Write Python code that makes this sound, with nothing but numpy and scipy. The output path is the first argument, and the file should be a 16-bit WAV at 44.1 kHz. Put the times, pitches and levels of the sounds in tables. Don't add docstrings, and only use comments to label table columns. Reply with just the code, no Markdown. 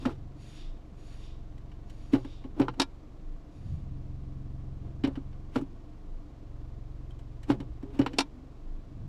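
import sys
import numpy as np
from scipy import signal
from scipy.fft import rfft, irfft, next_fast_len
from scipy.io import wavfile
from scipy.ndimage import map_coordinates

SR = 44100
rng = np.random.default_rng(int(sys.argv[2]) if len(sys.argv) > 2 else 0)


def digitize_waveform(pressure):
    field = np.atleast_2d(pressure).T
    bounded = np.clip(field, -1, 1)
    quanta = np.round(bounded * 32767).astype(np.int16)
    wavfile.write(sys.argv[1], SR, quanta)


N = 400428

# start_s, level_db, boom_db, knock_db, pitch_hz
LEVER_THUDS = [(0.058, -18, -13.5, -6.5, 255), (0.07, -37, -9, 5, 275), (2.135, -10, -9, -11, 277.5),
               (2.249, -32, -26, -15, 279), (2.448, -33.5, -9, -10.5, 265), (2.599, -11, -8, -8.5, 280.7),
               (2.684, -31.5, 5.5, -27.5, 296), (5.04, -15.5, -9, -12, 274.4),
               (5.076, -23.5, -9, -10.5, 271), (5.174, -27.5, -18, -17, 273), (5.56, -18, -8, -7.5, 260.5),
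               (5.597, -29.5, -0.5, -15, 270), (5.619, -26.5, -6, -37, 276), (7.499, -11, -8, -13, 283),
               (7.602, -30.5, 0.5, -8, 277), (7.832, -31, -29, -15, 273), (7.994, -11.5, -6.5, -9.5, 281),
               (8.064, -29, -9, -16.5, 270), (8.136, -32, -3, -16, 275)]
# pitch_multiple, level_db, ring_s
LEVER_TONES = [(.9, -25, 0.047), (1, 1.4, 0.096), (1.091, -6.5, 0.09)]
# pitch_hz, level_db, ring_s
CONSOLE_TONES = [(125.3, -1.5, 0.23), (184, -6, 0.1204), (341.3, -1.5, 0.15), (378, -0.5, 0.18),
                 (459, -6.5, 0.097), (490.5, -8.5, 0.062), (548.2, -6.5, 0.14), (834, -14.5, 0.18),
                 (1153, -19.5, 0.14)]
# pitch_hz, level_db
KNOCK_SPECTRUM = [(60, -9.5), (130, -11), (200, -27.5), (420, 0), (800, -10.5), (1500, -20), (4000, -55.5)]
# pitch_hz, ring_s
TRIM_RING_TIMES = [(300, 0.092), (1200, 0.096), (4000, 0.079), (12000, 0.079)]
# start_s, level_db
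BUTTON_SNAPS = [(2.7976, -14), (2.816, -19), (8.1850, -12.5), (8.2043, -20)]
# pitch_hz, level_db, ring_s
KNOB_TONES = [(278, -3, 0.088), (347, -4.5, 0.069), (756, -21, 0.064), (914, -14, 0.09), (1020, -16, 0.086),
              (1380, -19.5, 0.11), (1685, -17, 0.067), (2355, -14, .075), (2713, -19.5, 0.046),
              (3245, -20, .075), (3530, -12.5, 0.0591), (3760, -8.5, 0.058), (3835, -14, 0.066),
              (4170, -11.5, 0.048), (4380, -11.5, 0.05), (5020, -22, 0.058), (5520, -22, .065),
              (5630, -15.5, 0.0551), (7240, -23, .06)]
# pitch_hz, level_db
CRACK_SPECTRUM = [(88, -44), (150, -20), (286, 2), (448, -12.5), (871, -8.5), (1390, -15), (1900, -20),
                  (2400, -17), (2600, -13.5), (3770, -17), (5570, -13.5), (6260, -25.5), (10000, -30.5),
                  (14200, -57.5), (16000, -69)]
EDGE_SPECTRUM = [(1000, -28.5), (4500, 7.5), (9500, -2), (15000, -28.5)]
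# start_s, level_db, clack_db, edge_db
LINK_TICKS = [(0.054, -29.5, 0.5, -18.5), (1.5783, -55, -7, -12.5), (1.7165, -54, 3, -18),
              (1.8977, -49, -16, -8), (2.134, -32, -12, -18.5), (2.1507, -36, 2, -26),
              (2.2464, -46, 1, -16), (2.439, -49.5, 4.5, -23), (2.597, -35, 3, -11.5), (2.615, -32, 2, -28),
              (2.6822, -35.5, 10, -27), (2.7373, -52, 2, -17), (5.037, -32, 1.5, -21),
              (5.0453, -28.5, -15, -27), (5.0716, -41.5, 2, -15), (5.1547, -43.5, 4, -22),
              (5.3285, -57, -1.5, -27), (5.5583, -32, 3, -18), (5.6113, -57, 8, -2), (7.105, -58, -7, -9),
              (7.19, -56.5, -1, -8), (7.4306, -46.5, -11, -10.5), (7.5009, -30.5, 6.5, -26),
              (7.5151, -37, 3, -21), (7.6014, -42.5, -3, -17), (7.8268, -52.5, 3.5, -15),
              (7.9903, -33.5, -6, -15.5), (8.014, -33.5, -8, -29), (8.0614, -29.5, 3, -22),
              (8.1324, -40.5, -4, -17.5)]
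# pitch_hz, level_db
PLASTIC_SPECTRUM = [(300, -20), (500, -1.5), (680, -24), (850, -3.5), (1200, -13), (1420, -6), (1750, -14),
                    (2380, -17), (2600, -19), (2880, -16.5), (3400, -23.5), (4400, -25), (7700, -29.5),
                    (15000, -43.5)]
# pitch_hz, width_hz, boost_db
HOUSING_PEAKS = [(1650, 60, 1.5), (2370, 87, 1), (2720, 34, 0.5), (3020, 66, 5.5), (3503, 41, 5),
                 (3940, 70, 7.5), (4470, 61, 4.5), (5600, 78, 11.5), (7500, 180, 5.5)]
# start_s, level_db
GATE_TAPS = [(0.0535, -24.5), (0.0946, -32.5), (2.683, -24.5), (5.1767, -50), (5.558, -26), (5.6146, -44.5),
             (8.0635, -22)]
# pitch_hz, level_db, ring_s
GATE_TONES = [(480, -5.5, 0.096), (900, -31, .06), (1048, -6.5, 0.053), (1267, 2.5, 0.029),
              (1363, 1, 0.046), (1610, -21, .04)]
# start_s, level_db, pitch_hz, ring_s
SPRING_PINGS = [(1.7165, -53, 1850, 0.03), (7.107, -56.5, 3090, 0.043), (7.109, -57, 3200, 0.054)]
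# crest_s, rise_s, fall_s, groan_db, scrape_db
GATE_RUBS = [(.06, 0.043, 0.064, -38, -60.5), (2.135, 0.01, 0.035, -31.5, -53.5),
             (2.6, 0.022, .06, -30, -61), (2.795, 0.016, 0.017, -36.5, -69), (4.88, 0.094, 0.051, -49, -83),
             (5.13, 0.046, 0.11, -55, -74), (5.562, 0.026, 0.043, -43, -56.5), (7.5, .015, .03, -29, -51),
             (7.99, 0.083, 0.13, -40.5, -66.5), (8.18, .02, 0.055, -41.5, -69)]
# pitch_hz, level_db
GROAN_SPECTRUM = [(60, -22.5), (195, -19.5), (275, 6.5), (330, -3.5), (400, -8), (560, -15), (900, -16.5),
                  (1600, -30.5), (4000, -74)]
SCRAPE_SPECTRUM = [(400, -25.5), (1000, 0), (2800, 2.5), (5500, -8.5), (10000, -17.5), (15500, -29)]
# crest_s, firing_hz
ENGINE_FLARES = [(.7, 25.52), (3.32, 25.71), (6.15, 25.45), (8.73, 25.8)]
# firing_hz, level_db
BODY_BOOM = [(22.3, -44), (23.2, -52), (24.2, -49.5), (25.5, -34.5)]
# start_s, end_s, load_db
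DRIVE_PULLS = [(1.0, 2.7, -55.5), (6.44, 8.0, -52)]
REVERSE_PULLS = [(0, 0.26, -46.5), (3.64, 5.5, -47.5), (8.96, 9.5, -46.5)]
# firing_multiple, level_db
DRIVE_TONES = [(2, 5.5), (3, 3), (4, -11.5), (5, 1.5), (6, -2.5), (7, -23.5), (9, -24)]
REVERSE_TONES = [(2, -3), (3, 1.5), (4, -0.5), (5, -7.5), (6, 1), (8, -12), (9, -14), (10, -20.5),
                 (11, -17.5), (13, -15)]
# pitch_hz, level_db
MURMUR_SPECTRUM = [(25, -2), (60, -2.5), (120, -7), (200, -8.5), (320, -12), (500, -17), (900, -25),
                   (1200, -27.5), (1700, -33), (4000, -38.5), (7500, -46), (8600, -52.5), (12000, -56.5),
                   (15500, -59.5)]
# pitch_hz, width_hz, boost_db
CABIN_PEAKS = [(300.6, 27.8, 9), (689, 24, 8), (1098, 82, 4.5)]
# crest_s, level_db
REVERSE_JOLTS = [(3.72, -35), (9.05, -43)]
# pitch_hz, level_db
RUMBLE_SPECTRUM = [(30, -27), (65, -2), (90, -1.5), (135, -3.5), (165, -8), (230, -22.5), (500, -52),
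                   (2000, -100)]
# start_s, length_s, start_hz, end_hz, level_db
SHAFT_WHINES = [(0.362, 0.12, 139, 247, -55.5), (0.766, 0.092, 171, 90, -60), (0.876, 0.098, 304, 90, -51),
                (7.53, .13, 258, 118, -44), (7.661, 0.14, 61, 52, -42.5), (7.818, 0.12, 393, 417, -50),
                (8.07, 0.088, 463, 526, -52), (8.312, 0.18, 239.6, 272, -52)]
# down_s, up_s, intake_db, release_db
PEDAL_PRESSES = [(0, 0.022, -57, -60.5), (0.411, 0.61, -60.5, -59), (0.99, 1.27, -64, -62.5),
                 (1.89, 2.322, -69, -61.5), (3.53, 3.8, -71, -88)]
# pitch_hz, level_db
INTAKE_SPECTRUM = [(800, -6), (1600, -1.5), (3000, -1.5), (4600, -4.5), (6000, -10), (7800, -13),
                   (9400, -12), (11500, -19), (13500, -30), (16000, -44)]
RELEASE_SPECTRUM = [(800, -24), (2000, -9.5), (3600, 1), (4400, -10.5), (5200, -6), (6700, -24),
                    (7600, -18), (10000, -29), (11500, -32), (16000, -54)]
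# pitch_hz, width_hz, boost_db
VALVE_PEAKS = [(2470, 60, 3), (2790, 99, 3.5), (3700, 130, 4.5), (4550, 130, 7.5), (5720, 70, 10),
               (6760, 105, 15), (9800, 130, 4), (10900, 200, 4.5)]

IDLE_HZ = 22.35
TOP_HZ = 15400


def lever_thuds():
    lead_s = .004
    out, t = np.zeros(N), np.arange(SR // 3) / SR - lead_s
    cushion = (1 + np.tanh((t - .0022) / .0021)) / 2
    for start, db, boom_db, knock_db, lever_hz in LEVER_THUDS:
        lever = [(k * lever_hz, level, ring_s) for k, level, ring_s in LEVER_TONES]
        console = [(hz, level - 5 + (boom_db if hz < lever_hz else knock_db), ring_s)
                   for hz, level, ring_s in CONSOLE_TONES]
        trim = clatter(lambda hz: along(KNOCK_SPECTRUM, hz), stretch=1.56, attack_s=.0013)
        add(out, start - lead_s, amp(db + 1) * cushion * ringing(lever + console, t, scatter_db=0))
        add(out, start, amp(db + knock_db - 7) * trim)
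    return out


def button_snaps():
    out, t = np.zeros(N), np.arange(SR // 4) / SR
    crack = lambda hz: along(CRACK_SPECTRUM, hz) - 10 * np.log10(1 + (400 / (hz + 1)) ** 4)
    for start, db in BUTTON_SNAPS:
        ring = sum(amp(level + rng.normal(0, 1.5) - 60 * t / ring_s)
                   * np.sin(2 * np.pi * hz * t + rng.uniform(0, 2 * np.pi))
                   for hz, level, ring_s in KNOB_TONES)
        edge = clatter(lambda hz: along(EDGE_SPECTRUM, hz), stretch=.3, attack_s=.00048)
        slide = clatter(crack, stretch=.44, attack_s=.0022)
        strike = clatter(crack, stretch=.61, attack_s=.0015)
        add(out, start - .005, amp(db - 32) * slide)
        add(out, start, amp(db - 3) * strike + amp(db - 12) * edge)
        add(out, start, amp(db - 4) * ring * (1 - np.exp(-t / .0019)))
    return out


def link_ticks():
    out = np.zeros(N)
    for start, db, clack_db, edge_db in LINK_TICKS:
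        bands = [(566, 1250, clack_db - 3.5, .6), (1770, 4920, -6, .92), (5870, 17000, edge_db - 3, .78)]
        for low_hz, high_hz, band_db, stretch in bands:
            cut_db = lambda hz: 10 * np.log10(1 + (low_hz / (hz + 1)) ** 12 + (hz / high_hz) ** 12)
            band = lambda hz: along(PLASTIC_SPECTRUM, hz) + humps(HOUSING_PEAKS, hz) - cut_db(hz)
            add(out, start, amp(db + band_db) * clatter(band, stretch, attack_s=.00087))
    return out


def gate_taps():
    out, t = np.zeros(N), np.arange(SR // 5) / SR
    for start, db in GATE_TAPS:
        add(out, start, amp(db - 9) * ringing(GATE_TONES, t, scatter_db=2))
    for start, db, hz, ring_s in SPRING_PINGS:
        add(out, start, ringing([(hz, db, ring_s)], t, scatter_db=2.5))
    return out


def gate_rubs():
    groan = sum(amp(db) * swell(crest, rise, fall) for crest, rise, fall, db, _ in GATE_RUBS)
    scrape = sum(amp(db) * swell(crest, rise, fall) for crest, rise, fall, _, db in GATE_RUBS)
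    grip_db = 2.4 * wobble(70)
    groan *= amp(grip_db - 5) * noise(lambda hz: along(GROAN_SPECTRUM, hz), N)
    scrape *= amp(grip_db + 2.5) * noise(lambda hz: along(SCRAPE_SPECTRUM, hz), N)
    return groan + scrape


def engine():
    firing_hz = IDLE_HZ + sum((hz - IDLE_HZ) * swell(crest, rise_s=.24, fall_s=.16)
                              for crest, hz in ENGINE_FLARES)
    phase = 2 * np.pi * np.cumsum(firing_hz) / SR
    drive_load = np.hypot(load(DRIVE_PULLS), amp(-60))
    reverse_load = load(REVERSE_PULLS)
    boom = np.hypot(amp(along(BODY_BOOM, firing_hz)), amp(1) * reverse_load)
    hum = boom * amp(1.26 * wobble(3.036)) * np.sin(phase)
    drive_db, reverse_db = dict(DRIVE_TONES), dict(REVERSE_TONES)
    for k in sorted({*drive_db, *reverse_db}):
        drive = drive_load * amp(drive_db.get(k, -np.inf))
        reverse = reverse_load * amp(reverse_db.get(k, -np.inf))
        hum += np.hypot(drive, reverse) * amp(.5 * wobble(5)) * np.sin(k * phase + rng.normal(0, .7))
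    murmur = noise(lambda hz: along(MURMUR_SPECTRUM, hz) + humps(CABIN_PEAKS, hz), N)
    return np.sqrt(2) * hum + amp(-51.5) * murmur * (1 + .092 * np.sin(phase))


def body_shudder():
    jolts = sum(amp(db) * swell(crest, rise_s=.065, fall_s=.11) for crest, db in REVERSE_JOLTS)
    shake = amp(-5) * load(REVERSE_PULLS)
    return (jolts + shake) * noise(lambda hz: along(RUMBLE_SPECTRUM, hz), N)


def gearbox_whines():
    out = np.zeros(N)
    for start, length_s, start_hz, end_hz, db in SHAFT_WHINES:
        progress = np.linspace(0, 1, round(length_s * SR))
        phase = 2 * np.pi * np.cumsum(start_hz + (end_hz - start_hz) * progress) / SR
        add(out, start, amp(db + 2.5) * np.sin(np.pi * progress) * np.sin(phase))
    return out


def brake_hiss():
    intake = sum(amp(db) * held(down, up, rise_s=.049, fall_s=.07) for down, up, db, _ in PEDAL_PRESSES)
    release = sum(amp(db) * swell(up, rise_s=.096, fall_s=.09) for _, up, _, db in PEDAL_PRESSES)
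    air = lambda spectrum: noise(lambda hz: along(spectrum, hz) + humps(VALVE_PEAKS, hz), N)
    return (intake * air(INTAKE_SPECTRUM) + release * air(RELEASE_SPECTRUM)) * amp(.8 * wobble(30))


def clatter(spectrum, stretch, attack_s):
    size = SR // 4
    hz, t, bands = signal.stft(noise(spectrum, size), SR, nperseg=128)
    ring_s = stretch * along(TRIM_RING_TIMES, hz)
    ring = signal.istft(bands * amp(-60 * t / ring_s[:, None]), SR, nperseg=128)[1][:size]
    return ring * (1 - np.exp(-np.arange(size) / SR / attack_s))


def ringing(tones, t, scatter_db):
    return sum(amp(db + rng.normal(0, scatter_db) - 60 * t / ring_s) * np.sin(2 * np.pi * hz * t)
               for hz, db, ring_s in tones)


def load(pulls):
    return sum(amp(db) * held(start, end, rise_s=.11, fall_s=.26) for start, end, db in pulls)


def swell(crest_s, rise_s, fall_s):
    t = np.arange(N) / SR - crest_s
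    return np.exp(-np.abs(t / np.where(t < 0, rise_s, fall_s)) ** 1.386)


def held(start_s, end_s, rise_s, fall_s):
    t = np.arange(N) / SR
    return (1 + np.tanh((t - start_s) / rise_s)) / 2 * (1 - np.tanh((t - end_s) / fall_s)) / 2


def wobble(rate):
    return map_coordinates(rng.standard_normal(int(N * rate / SR) + 4), [np.arange(N) * rate / SR])


def noise(spectrum, size):
    x = filtered(rng.standard_normal(size), lambda hz: amp(spectrum(hz)))
    return x / np.sqrt(np.mean(x ** 2) + 1e-20)


def filtered(x, gain):
    size = next_fast_len(len(x) + 8192)
    return irfft(rfft(x, size) * gain(np.fft.rfftfreq(size, 1 / SR)), size)[:len(x)]


def along(points, hz):
    pitches, values = np.transpose(points)
    return np.interp(np.log(hz + 1), np.log(pitches + 1), values)


def humps(peaks, hz):
    return sum(db / (1 + ((hz - centre) / width) ** 2) for centre, width, db in peaks)


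def amp(db):
    return 10 ** (np.asarray(db) / 20)


def add(track, start_s, sound):
    part = track[max(round(start_s * SR), 0):][:len(sound)]
    part += sound[:len(part)]


def scene():
    lever = lever_thuds() + link_ticks() + gate_taps() + button_snaps() + gate_rubs()
    return (lever + engine() + body_shudder() + gearbox_whines() + brake_hiss())[None]


def record(dry):
    return filtered(dry[0], lambda hz: hz < TOP_HZ)[None]


dry = scene()
out = record(dry)
digitize_waveform(out)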